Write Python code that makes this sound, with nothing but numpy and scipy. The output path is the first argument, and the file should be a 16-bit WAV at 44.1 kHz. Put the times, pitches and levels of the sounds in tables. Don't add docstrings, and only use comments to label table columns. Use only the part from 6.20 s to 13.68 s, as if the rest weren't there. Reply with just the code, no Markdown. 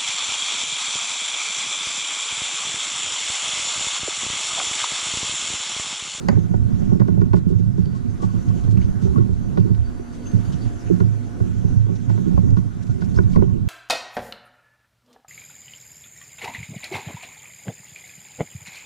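import sys
import numpy as np
from scipy import signal
from scipy.fft import rfft, irfft
from scipy.io import wavfile
from scipy.ndimage import uniform_filter1d

SR = 44100
rng = np.random.default_rng(int(sys.argv[2]) if len(sys.argv) > 2 else 0)


def inscribe(sig):
    pcm = np.round(np.clip(np.atleast_2d(sig).T, -1, 1) * 32767)
    wavfile.write(sys.argv[1], SR, pcm.astype(np.int16))


N = 329868

# start in seconds, thump in relative dB, landing place
# (-1 rocking body, 0 sway, 1 arm, 2 clamp), clack in relative dB, hardness (0 casing, 1 lid, 2 tick),
# ring of the sway (300 leaves its modes as listed), contact time in ms.
KNOCKS = [(0.0851, -4, 1.3, -2, 1.37, 320, 5.1), (0.0899, -1.5, 1.16, -30, 0, 370, 6.4),
          (0.126, -10, 1.55, -19, 0.058, 200, 4), (0.171, 3.5, 1.3, -21, 0.31, 250, 4),
          (0.302, -1, 0.7, -45, .2, 290, 3.7), (0.339, 4, 0.54, -13.5, 0.3, 130, 5.8),
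          (0.396, -4, -0.2, -37, 0.71, 220, 3.4), (0.564, -13, 0.49, -44, .1, 75, 5.2),
          (0.621, -10, 0.49, -22.5, 0.35, 110, 1), (0.716, 5, 0.94, -18, 0.16, 130, 4.7),
          (0.751, 2.5, 0.83, -23, 0.11, 310, 2.6), (0.798, 3, 1.15, -14, 0.81, 100, 2.2),
          (0.807, 3, 0.74, -12, 0.5, 120, 4.8), (0.815, -17, 0.98, -11, 0.71, 110, 11),
          (0.882, 5, 1.32, -10, 0.55, 180, 7.2), (0.973, 6, 0.57, -20.5, 0.074, 510, 5.6),
          (1.015, 9, 0.5, -14, 0.79, 180, 6.2), (1.018, -7, 2, -43, 0, 150, 4),
          (1.103, -3.5, 0, -52, 0.31, 480, 4.7), (1.133, 7, 0.73, -8, 1.07, 220, 10.5),
          (1.134, -4, 2, -44, 0, 150, 4), (1.142, -1.5, 0.95, -11, 0.39, 170, 2.4),
          (1.167, -11.5, 2, -17, .8, 150, 17), (1.264, 4.5, 0.85, -35, 0.033, 170, 2.9),
          (1.301, -6, 1.57, -45, 0, 150, 4), (1.317, 4, 0.71, -48.5, 0.2, 430, 4.5),
          (1.393, 6, 0.51, -45, 0.18, 380, 4.2), (1.58, 8, 0.56, -24.5, 0.77, 170, 1.82),
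          (1.663, -6.5, 1.16, -40, 0, 170, 4), (2.024, -9.5, 1.56, -45, 0.046, 150, 4),
          (2.03, 2, 0.6, -12, 0.39, 490, 16), (2.138, 1, 0.41, -32.5, 0, 135, 4.9),
          (2.294, -2.5, 0.045, -31, 0.061, 210, 3.1), (2.35, -26, -0.46, -47, 0.25, 140, 3.4),
          (2.474, 2, 0.64, -42, 0.48, 370, 4.7), (2.525, 2.5, 0.24, -50.5, .2, 200, 8.3),
          (2.548, -19, 2, -45, 0, 200, 3.5), (2.572, 8.5, 0.31, -23, 1.46, 120, 2.2),
          (2.823, 3.5, 0.51, -29, 1.2, 550, 24), (2.851, -3.5, 1.4, -45, 0, 150, 4),
          (2.87, 2.5, -0.16, -23, .2, 120, 8.1), (2.961, 4.5, 0.37, -15, 0.5, 480, 43),
          (2.981, -1.5, 1.8, -45, 0, 150, 4), (3.091, 7.5, 0.23, -41, 0.35, 94, 4),
          (3.237, -26, -0.74, -49, 0.17, 140, 4), (3.373, 9.5, 0.57, -7.5, 0.49, 410, 10),
          (3.378, -3, 1.7, -43, 0, 150, 4), (3.447, -6.5, 1.54, -51, 0.33, 390, 3.83),
          (3.5, 6.5, 0.47, -30, 0.21, 380, 3.6), (3.576, -2.5, -0.48, -28, 0.76, 250, 4),
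          (3.794, -21, 2.04, -32, 0.81, 120, 4.5), (4.131, 5.5, 0.44, -34.5, 0.48, 335, 3.4),
          (4.454, -3, 0.1, -24.5, 1.46, 140, 15), (4.653, -11.5, 0.42, -42, 0, 440, 6),
          (4.7, 3, 1.62, -38, 0, 127, 4), (4.711, 1, 0.9, -45, 0, 180, 4),
          (4.734, -1.5, 0.7, -42, 0, 110, 4), (4.803, 3.5, 0.59, -17.5, 1, 900, 5.6),
          (4.806, 1.5, 1.45, -44, 0, 150, 4), (5.202, 7, 0.31, -18, 0.57, 150, 7.4),
          (5.288, -5.5, 0.068, -50, 0, 140, 4.4), (5.443, 3.5, 0.29, -42, 0, 113, 4),
          (5.476, -2.5, -0.2, -38, 0.47, 97, 3.6), (5.556, -4, 0.024, -37, 0.089, 830, 3.6),
          (5.666, -17, 1.8, -25, 0.69, 210, 83), (5.69, -3.5, 1.15, -24, 0, 200, 4.3),
          (5.715, -4, 1.1, -43, 0, 110, 4), (5.873, -4.5, 0, -26.5, 0.65, 840, 3.7),
          (5.887, -25, 0.004, -23, 0.65, 200, 10), (5.897, -1, 0.66, -12.5, 0.63, 1000, 8.7),
          (5.977, 0.5, 0.74, -20, 0.73, 850, 7), (6.058, -2, 0.55, -45, .2, 450, 4),
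          (6.136, 2, -0.57, -41, 0.31, 170, 4), (6.175, 7.5, 0.53, -11.5, 0.25, 200, 7.3),
          (6.233, -10, 1.6, -44, 0, 150, 4), (6.276, -14, 1.64, -48, 0.12, 150, 4),
          (6.311, 5, 0.41, -22, 0.37, 280, 4.4), (6.369, 5, 0.77, -15.5, 0.75, 580, 22),
          (6.454, -1.5, 0.42, -40, .2, 122, 4), (6.691, -1, -0.11, -32, 0, 150, 4),
          (6.799, -9, -0.28, -42, .2, 170, 4.3), (6.818, -1, 0.71, -19, 1.33, 98, 35),
          (6.947, -15, 1.2, -48, 0, 140, 4), (6.961, -2, -0.84, -29, 1, 240, 3.5),
          (6.974, -13, 1.7, -19, 0.8, 110, 2.1), (6.986, 4, 1.35, -8, 0.85, 240, 6),
          (7.159, 13, 0.7, -2.5, 0.77, 110, 4.4), (7.183, 6, 1.2, -36, 0.16, 140, 5.2),
          (7.221, 0.5, 1.93, -9.5, 0.41, 230, 3.5)]
# pitch in Hz, basic t60
# in seconds, level in relative dB, left microphone against right in dB, left phase in turns.
ROCKING_MODES = [(28, 0.087, -1.5, -5.5, 0.22), (56, 0.022, -17.5, -12.5, 0.61),
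                 (73.5, 0.14, 1.2, -7.5, 0.43)]
SWAY_MODES = [(106.58, 0.29, 0.5, -10, 0.466), (132.5, 0.24, -8.5, -6.5, 0.33)]
ARM_MODES = [(181, .18, 0, -13, .49), (212, .1, -7, -11, .51), (243, .12, -12, -6, .47)]
CLAMP_MODES = [(300, .06, -8, -9, .5), (335, .1, 0, -10, .51), (385, .11, -1, -10, .51),
               (447, .08, -11, -.8, .49)]
CASING_MODES = [(518, .05, -2, -0.8, .48), (575, .06, 1, -2.1, .47), (750, 0.037, -2, -3.3, 0.58),
                (882, 0.066, -9, 1, 0.47)]
LID_MODES = [(603, 0.067, -1.5, 0, 0.47), (963, 0.046, 1.5, -7, 0.49), (1088, 0.044, 0, 4, .42),
             (1250, .03, -14, 1, 0.47), (1450, 0.058, -3, -2, 0.4), (1913, 0.039, -11.5, -6, 0.27)]


def gain_of(db):
    return 10 ** (np.asarray(db) / 20)


def evened(x):
    return x / np.sqrt(np.mean(abs(x) ** 2) + 1e-20)


def read(points, hz):
    f, value = np.transpose(points)
    return np.interp(np.log(hz + 1), np.log(f + 1), value)


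def along(rows, axis=1):
    rows = np.asarray(rows)
    return np.interp(np.arange(N) / SR, rows[:, 0], rows[:, axis])


def add(mix, s, sound):
    part = mix[:, round(s * SR):][:, :sound.shape[1]]
    part += sound[:, :part.shape[1]]


def wobble(hz, width):
    pole = np.exp((2j * hz - width) * np.pi / SR)
    push = rng.standard_normal(N) + 1j * rng.standard_normal(N)
    return evened(signal.lfilter([1], [1, -2 * pole, pole ** 2], push))


def ports(left_db, turns):
    return np.array([[gain_of(left_db) * np.exp(2j * np.pi * turns)], [1]])


def shaking(modes, level_db, blur, steady, jerky_db):
    z = 0
    for hz, t60, db, left_db, turns in modes:
        z = z + gain_of(db) * ports(left_db, turns) * wobble(hz, blur / t60)
    beats = np.sqrt(uniform_filter1d(abs(z[1]) ** 2, 500) + 1e-9)
    slips = uniform_filter1d(rng.standard_normal(N), 900)
    jerks = evened(uniform_filter1d(slips, 900))
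    z = z / beats ** np.clip(steady, 0, 1) * gain_of(jerky_db * jerks)
    return gain_of(level_db) * z.real / np.sqrt(np.mean(z[1].real ** 2))


def held_db():
    free_ring = 480
    rows = np.asarray(KNOCKS)
    t, out = np.arange(N) / SR, np.zeros(N)
    for s, ring_ms in rows[rows[:, 5] > free_ring][:, [0, 5]]:
        out[(t > s) & (t < s + .3 * ring_ms / 1000)] = -18
    return uniform_filter1d(out, 800)


def handling():
    # time in seconds, effort in relative dB, shift of the
    # trembling from the sway to the higher parts in dB before each part takes its share.
    effort = [(0.0, -48.5, 8.5), (0.14, -21.5, 0), (0.29, -31, 0), (0.44, -27.5, -1), (0.89, -24.5, 2),
              (1.2, -26.5, 1), (1.245, -35, -3), (1.31, -24, 1.5), (1.53, -29, -2), (1.77, -32.5, 1),
              (1.96, -35.5, 1), (2.71, -28, -1.5), (2.85, -33.5, 3.5), (3.0, -21, 3), (3.14, -30.5, -3),
              (3.48, -28.5, 5), (3.64, -42.5, -19), (3.83, -48.5, -9), (4.14, -46, 0), (4.35, -31.5, 1.5),
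              (4.52, -40, -14), (4.6, -51, -5), (4.69, -40, -3), (4.85, -30.5, 7.5), (5.02, -58, -4),
              (5.18, -51, 10), (5.27, -38, 4.5), (5.39, -32, -1), (5.62, -27, -7.5), (5.94, -38, 4),
              (6.08, -21.5, 1), (6.27, -21.5, -1.5), (6.48, -35.5, -4.5), (6.73, -34.5, 4),
              (7.04, -30, 2.5), (7.1, -22.5, -2.5), (7.21, -17.5, 0), (7.35, -26, 4.5), (7.48, -29, -6)]
    effort_db, shift_db = along(effort, axis=1), along(effort, axis=2)
    rocking_db = effort_db + 2.6 - 0.74 * shift_db
    sway_db = effort_db + 10.7 - 0.23 * shift_db
    arm_db = effort_db + 5.93 + 0.92 * shift_db
    clamp_db = effort_db - 10 + 2.1 * shift_db
    casing_db = effort_db - 23.5 + 0.66 * shift_db
    lid_db = casing_db - 4.5
    free_db = held_db()
    out = shaking(ROCKING_MODES, rocking_db + 0.35 * free_db, blur=3.9, steady=0.22, jerky_db=3.5)
    out += shaking(SWAY_MODES, sway_db + free_db, blur=9.0, steady=0.61, jerky_db=4.5)
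    out += shaking(ARM_MODES, arm_db + 0.054 * free_db, blur=6.23, steady=0.89, jerky_db=3.0)
    out += shaking(CLAMP_MODES, clamp_db, blur=1.86, steady=0.49, jerky_db=4.5)
    out += shaking(CASING_MODES, casing_db, blur=4, steady=0.18, jerky_db=-2.5)
    return out + shaking(LID_MODES, lid_db, blur=4, steady=0.2, jerky_db=4.0)


def airborne(spectrum, alike, balance, patchy_db, size):
    frames, hz = 4 * N // size + 6, np.fft.rfftfreq(size, 1 / SR)
    a, b, c, d, patches = rng.standard_normal((frames, len(hz), 5)).T
    patches = uniform_filter1d(patches, size // 64, 0)
    patches = evened(uniform_filter1d(patches, 8192 // size, 1))
    same, left = np.clip(read(alike, hz), -1, 1)[:, None], a + 1j * b
    right = same * left + np.sqrt(1 - same ** 2) * (c + 1j * d)
    z = np.array([left, right])
    z *= gain_of(np.array([.5, -.5])[:, None, None] * read(balance, hz)[:, None])
    z *= gain_of(read(spectrum, hz)[:, None] + patchy_db * patches)
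    return evened(signal.istft(z, nperseg=size, noverlap=3 * size // 4)[1][:, :N])


def room():
    # frequency in Hz, density in relative dB.
    hush = [(18, -36.5), (30, -0.5), (54, -8.5), (114, -9.5), (155, -16.5), (240, -7.5), (636, -29.5),
            (705, -31), (844, -31), (1480, -33.5), (2360, -45), (6250, -49.5), (10400, -52.5), (12200, -59),
            (13800, -88.5)]
    # frequency in Hz, likeness of the two microphones from -1 to 1.
    hush_alike = [(100, -0.25), (400, 0.039), (1200, -0.26), (2500, 0.049), (4000, 0.87), (6500, -0.3),
                  (12000, 0.012)]
    # frequency in Hz, left minus right in dB.
    hush_balance = [(30, -2.5), (150, -4), (500, 0.5), (4000, -0.5), (6500, 1), (9000, -4.5), (13000, 2)]
    # pitch in Hz, width in Hz, level in relative dB.
    hum = [(237.5, 7.2, -42.5), (703, 10.5, -58), (1477, 87, -63.5)]
    # time in seconds, change in dB.
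    room_swell = [(0, 1), (0.6, 1.5), (1.1, -0.5), (1.6, -0.5), (2.1, 2), (2.8, 3.5), (3.2, 2), (3.55, 1.5),
                  (3.9, 1), (4.3, 4), (4.6, 1.5), (4.9, 2.5), (5.6, 0.5), (6.2, 1), (6.6, 0.5), (7.1, 2),
                  (7.48, -1)]
    # top in seconds, peak in relative dB, length in ms.
    low_swells = [(1.655, -57, 150), (1.77, -70, 140), (1.899, -66, 56), (2.1, -65, 250), (2.55, -68, 300),
                  (3.385, -63, 140), (3.23, -65, 150), (3.501, -69, 190), (3.655, -55, 73),
                  (3.759, -65, 180), (3.9, -64, 190), (4.04, -63, 220), (4.15, -76, 140), (4.26, -58, 110),
                  (4.42, -49, 39)]
    high_swells = [(0.99, -65, 90), (1.905, -61, 68.5), (2.615, -56, 98), (3.85, -67, 262),
                   (4.071, -44.5, 67.4), (3.94, -68, 59), (4.24, -79, 69), (4.539, -62, 120),
                   (4.66, -75, 70)]
    swell_fall_db, swell_rise = 17, 3.5

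    out = gain_of(-36) * airborne(hush, hush_alike, hush_balance, patchy_db=2.0, size=2048)
    for hz, width, db in hum:
        drone = wobble(hz, width)
        out += gain_of(db) * (drone / abs(drone) ** 0.3).real
    out *= gain_of(along(room_swell))
    t = np.arange(N) / SR
    whistles = (4581, low_swells, [[1.5], [-1.5]]), (6342, high_swells, [[4], [-3]])
    for hz, swells, sides_db in whistles:
        tone = wobble(hz, 14)
        level = np.zeros(N)
        for s, db, ms in swells:
            away_ms = np.maximum(t - s, swell_rise * (s - t)) * 1000
            level += gain_of(db - swell_fall_db * away_ms / ms)
        out += gain_of(sides_db) * level * (tone / abs(tone) ** 1.06).real
    return out


def belt_rub():
    # frequency in Hz, level in relative dB.
    rub = [(1200, 0.5), (2000, 1.5), (3000, -1.5), (4500, -10.5), (6200, 3), (7400, -2.5), (8500, -18),
           (12000, -26), (14000, -60.5)]
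    # time in seconds, level of the rub in relative dB.
    rubbing = [(0.06, -63), (0.13, -53), (0.41, -62.5), (0.71, -55), (0.92, -61.5), (1.61, -62),
               (1.73, -61.5), (2.26, -56.5), (2.76, -56.5), (3.0, -59), (3.61, -62), (3.79, -60.5),
               (4.1, -57), (4.34, -56), (5.27, -59), (5.47, -57.5), (5.86, -56), (6.23, -56.5),
               (6.43, -58.5), (6.61, -59.5), (6.99, -55.5), (7.22, -56.5), (7.4, -59.5)]
    strength = gain_of(3.4 * np.minimum(rng.exponential(1, N), 4))
    slips = (rng.random(N) < 220 / SR) * strength
    slips = signal.lfilter([1], [1, -np.exp(-1 / (0.0063 * SR))], slips)
    alike = [(2000, 0.37), (4000, 0.62), (7000, 0.27), (12000, 0.22)]
    balance = [(2000, -.5), (8000, .5)]
    hiss = airborne(rub, alike, balance, patchy_db=3.0, size=512)
    return gain_of(along(rubbing)) * evened(hiss * (4.1 + evened(slips)))


def clack_pips():
    # start in seconds, level in relative dB, pitch in Hz, t60 in ms.
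    pips = [(0.085, -16, 834, 26), (0.088, -17, 650, 39), (0.086, -24, 1930, 32), (0.087, -32, 2820, 18),
            (0.093, -29, 1550, 45), (0.088, -30, 4570, 20), (0.099, -42.5, 4670, 46),
            (0.801, -43, 2210, 11), (0.806, -40, 1940, 19), (0.812, -35, 1100, 30), (0.818, -37, 1560, 25),
            (0.884, -27, 950, 25), (0.885, -36, 1420, 23), (0.979, -36, 800, 27), (1.018, -29, 960, 27),
            (1.017, -30, 1450, 25), (1.131, -31, 2440, 6.4), (1.134, -22, 860, 65),
            (1.134, -31.5, 1480, 30), (1.137, -40, 2600, 9.2), (2.5713, -27, 2280, 5.3),
            (2.5706, -31, 1300, 8), (2.578, -35, 2730, 8.6), (2.588, -43, 2600, 8.8),
            (2.6167, -29.5, 2230, 7.7), (2.6167, -36, 4530, 6.8), (2.624, -38, 2880, 10),
            (2.96, -30, 1100, 30), (3.372, -38, 2400, 12), (3.374, -32, 1900, 18), (3.374, -30, 1430, 32),
            (3.376, -28, 970, 25), (3.672, -42, 1440, 40), (4.058, -48, 2730, 65), (4.066, -56, 3450, 100),
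            (4.072, -49, 2950, 50), (4.253, -39, 1400, 51), (4.332, -46, 3060, 47),
            (4.458, -48.5, 2760, 28), (5.901, -27, 840, 30), (6.177, -21, 1050, 31), (6.188, -38, 1090, 16),
            (6.368, -32, 910, 30), (6.371, -37, 1500, 45), (6.385, -37, 1060, 30), (6.846, -42, 5130, 10),
            (6.944, -41, 4390, 12), (6.962, -35, 5160, 22), (6.97, -42, 6340, 33), (6.978, -38, 5260, 22),
            (6.984, -37, 5400, 10), (6.975, -25, 1030, 13), (6.988, -22, 1020, 22), (6.988, -22, 1510, 22),
            (7.036, -39, 3900, 8), (7.091, -48, 4540, 11), (7.129, -46, 3670, 22), (7.133, -43, 2270, 28),
            (7.138, -44, 3100, 19), (7.16, -24, 1070, 22), (7.16, -30, 1550, 18), (7.16, -33, 1970, 11),
            (7.16, -38, 2470, 10), (7.222, -26, 980, 22)]
    rise_ms, dull_hz, dull_turns = 0.87, 2000, .25
    out, t = np.zeros((2, N)), np.arange(2000) / SR
    for s, db, hz, t60_ms in pips:
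        (waver, grit), (phase, apart) = rng.standard_normal((2, 2000)), rng.random(2)
        waver, grit = evened(uniform_filter1d(waver, 30)), evened(uniform_filter1d(grit, 30))
        left_turns = 0.18 * apart + dull_turns * (hz < dull_hz)
        turns = np.cumsum(hz * (1 + 0.029 * waver)) / SR + phase + left_turns * np.array([[1], [0]])
        shape = np.minimum(1000 * t / rise_ms, 1) * gain_of(db - 60000 * t / t60_ms + 2.0 * grit)
        add(out, s, shape * np.sin(2 * np.pi * turns))
    return out


def ring(modes, level_db, longer, chance):
    shortest_s, longest_bright_s = .004, .022
    in_step_hz = 120
    sideways_turns = .07
    out = np.zeros((2, SR // 2))
    for (hz, t60, db, left_db, turns), (phase, detune, strength, side) in zip(modes, chance - .5):
        t60 = np.clip(t60 * longer, shortest_s, .9 if hz < 2000 else longest_bright_s)
        t = np.arange(int(min(1.0 * t60 * SR, SR // 2))) / SR
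        rise = 1 - np.exp(-t / (0.00049 + 0.71 / hz))
        pitch = hz * (1 + 0.042 * detune * min(hz / 500, 1))
        cycles = pitch * t + phase * min(in_step_hz / hz, 1) - 1 / 4
        z = rise ** (2 if hz < 500 else 1) * np.exp(2j * np.pi * cycles)
        heard = (ports(left_db, turns + sideways_turns * side) * z).real
        out[:, :len(t)] += heard * gain_of(level_db + db + 5.1 * strength - 60 * t / t60)
    return out


def contact_chatter(noise, contact_ms):
    ms = np.arange(2000) * 1000 / SR
    touch = np.clip(1 - 0.24 * ms / contact_ms, 0, 1) * (ms < contact_ms)
    chatter = noise ** 3 * (touch + gain_of(-33 - .4 * ms))
    chatter[0] = gain_of(5) * np.linalg.norm(chatter)
    return chatter


def knocks():
    # pitch in Hz, basic t60 in seconds, level in relative dB,
    # left microphone against right in dB, left phase in turns.
    tick_modes = [(578, .06, 1, 1.5, .08), (830, .03, -2, -.5, .05), (958, .04, 0, -1.5, .1),
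                  (1150, .025, -4, 0, .1), (1510, .035, -2, -.5, .12), (1970, .025, -6, -2.5, .2),
                  (2300, .012, -11, -1, .1), (2750, .015, -10, -.3, .05)]
    # frequency in Hz, level in relative dB.
    crack_colour = [(300, -34.5), (700, 5.5), (1500, -13), (2200, -1.5), (3500, -20), (4600, -7.5),
                    (5300, -12.5), (7000, -15), (9000, -45.5), (14000, -61)]
    thump_fall_db, clack_fall_db, crack_fall_db = 14.5, 19.5, 18.5
    crack_t60, echo_t60 = .026, 0.27
    out, t = np.zeros((2, N)), np.arange(4096) / SR
    dull = signal.butter(4, 1800, fs=SR)
    colour = gain_of(read(crack_colour, np.fft.rfftfreq(4096, 1 / SR)))
    for s, thump_db, place, clack_db, hardness, sway_ring, contact_ms in KNOCKS:
        heavy_db = thump_db - thump_fall_db * abs(np.arange(-1, 3) - place)
        rocking_db, sway_db, arm_db, clamp_db = heavy_db
        casing_db, lid_db, tick_db = clack_db - clack_fall_db * abs(np.arange(3) - hardness)
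        chance, noise = rng.random((7, 8, 4)), rng.standard_normal(2000)
        shared, left, right = rng.standard_normal((3, 4096))

        add(out, s, ring(SWAY_MODES, sway_db - 2.0, sway_ring / 300, chance[0]))
        add(out, s, ring(ARM_MODES, arm_db - 3.5, 0.93, chance[1]))
        add(out, s, ring(CLAMP_MODES, clamp_db - 0.1, 0.8, chance[2]))
        add(out, s, ring(ROCKING_MODES, rocking_db + 1.5, 2.0, chance[6]))

        light = ring(CASING_MODES, casing_db, 1.0, chance[3])
        light += ring(LID_MODES, lid_db - 6.5, 0.63, chance[4])
        light += ring(tick_modes, tick_db - 9.5, 1.0, chance[5])
        crack_db = clack_db - 12 - crack_fall_db * abs(2 - hardness)
        crack = evened(irfft(rfft(shared + 0.35 * np.array([left, right])) * colour))
        light[:, :len(t)] += crack * gain_of(crack_db - 60 * t / crack_t60)
        echo = signal.lfilter(*dull, crack[::-1, ::-1])
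        echo_gain = gain_of(crack_db - 4.5 - 60 * t / echo_t60) * np.minimum(t / 0.002, 1)
        light[:, :len(t)] += echo * echo_gain

        chatter = contact_chatter(noise, contact_ms)
        rattled = signal.fftconvolve(light[:, :8000], chatter[None], axes=1)
        add(out, s, rattled * np.linalg.norm(light) / np.linalg.norm(rattled))
    return out


def scuffs():
    # time in seconds (the puff starts 2 ms ahead), level in relative dB, centre in Hz,
    # nominal length in ms.
    dry_scuffs = [(0.189, -53.5, 4040, 12), (0.798, -50, 3420, 12), (0.875, -56, 3930, 12),
                  (1.012, -52, 3100, 7.3), (1.132, -50, 3100, 15), (1.152, -51.5, 4650, 38),
                  (1.286, -56.5, 5070, 31), (1.385, -57, 4220, 19), (1.563, -59, 4270, 72),
                  (1.658, -50.5, 3300, 4.7), (1.744, -58.5, 5040, 47), (2.014, -51.5, 5370, 45),
                  (2.286, -52, 3620, 8.1), (2.44, -59, 3770, 12), (2.509, -53.5, 5340, 19),
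                  (2.62, -53.5, 3080, 25), (2.646, -58, 3770, 18), (2.809, -55.5, 4500, 95),
                  (2.974, -56, 3200, 21), (3.373, -49, 3060, 15), (3.4, -50.5, 3800, 6.8),
                  (3.546, -51.5, 2750, 10), (3.923, -56.5, 4700, 44), (4.06, -61, 5150, 25),
                  (4.117, -51, 4700, 5.3), (4.248, -57.5, 4530, 24), (4.322, -49.5, 4200, 24),
                  (4.414, -59, 3600, 91), (4.762, -55, 3700, 9), (4.801, -49.5, 2960, 11),
                  (5.755, -54, 4100, 17), (5.889, -55, 3900, 37), (6.306, -50.5, 4250, 5.9),
                  (6.362, -53, 3970, 29), (6.624, -52.5, 5680, 17), (6.668, -56, 5300, 12),
                  (6.691, -58, 4270, 28), (6.805, -54, 3700, 34), (6.842, -56, 5400, 21),
                  (6.943, -55, 4920, 40), (7.107, -54.5, 4700, 120), (7.131, -52, 3400, 19),
                  (7.153, -56, 2830, 11)]
    out = np.zeros((2, N))
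    for s, db, hz, ms in dry_scuffs:
        n = int(np.clip(ms * 1.37 * SR / 1000, 100, 4000))
        shared, left, right, grit = rng.standard_normal((4, 4000))[:, :n]
        band = [hz / (1.74 + 7.9 / ms), min(hz * 1.63, 7800)]
        colour = signal.butter(3, band, "bandpass", fs=SR)
        roughness = gain_of(1.9 * evened(uniform_filter1d(grit, 40)))
        puff = signal.lfilter(*colour, (shared + np.array([left, right])) * roughness)
        shape = signal.windows.tukey(n, .4) * np.linspace(1.3, .5, n)
        add(out, s - .002, gain_of(db) * evened(puff) * shape)
    return out


def squeaks():
    # start in seconds, peak on the left in relative dB, pitch in Hz, length in ms.
    belt_squeaks = [(1.744, -39, 1080, 31), (2.004, -36, 1120, 12), (2.021, -31, 1130, 32),
                    (2.065, -61, 1117, 17), (2.088, -38.5, 1090, 28), (2.145, -44, 1134, 25),
                    (2.302, -36, 1100, 15), (2.958, -29, 1104, 21), (2.978, -31, 1380, 13),
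                    (5.68, -42, 1124, 33), (6.505, -45, 1420, 25), (6.69, -41, 1414, 32),
                    (6.82, -31, 1480, 11.6), (7.149, -28.5, 1090, 7), (7.184, -28, 1077, 10)]
    out = np.zeros((2, N))
    for s, db, hz, ms in belt_squeaks:
        n = int(np.clip(ms * SR / 1000, 100, 3000))
        waver = evened(uniform_filter1d(rng.standard_normal(3000), 120))[:n]
        turns = np.cumsum(hz * (1 + 0.014 * waver)) / SR
        tone = np.sin(2 * np.pi * turns) * np.hanning(n) ** 0.059
        add(out, s, gain_of(db) * tone * np.array([[1], [-gain_of(-6.0)]]))
    return out


def scene():
    through_metal = handling() + knocks() + squeaks()
    through_air = scuffs() + belt_rub() + room()
    return through_metal + through_air + clack_pips()


def record(dry):
    ceiling, edge_hz = .95, 14700
    power_db = 10 * np.log10(abs(uniform_filter1d(dry[1] ** 2, 4000)) + 1e-12)
    fall = np.arange(N) * 4.7 / SR
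    held = np.maximum.accumulate(power_db + fall) - fall
    over_db = np.maximum(held + 19.5, 0)
    ducked = gain_of(5.0) * dry / gain_of(0.55 * uniform_filter1d(over_db, 2000))
    loud = ducked / (1 + abs(ducked / ceiling) ** 8) ** (1 / 8)
    band_limit = signal.firwin(511, edge_hz, window=("kaiser", 9), fs=SR)
    return signal.oaconvolve(loud, band_limit[None], "same")


dry = scene()
out = record(dry)
inscribe(out)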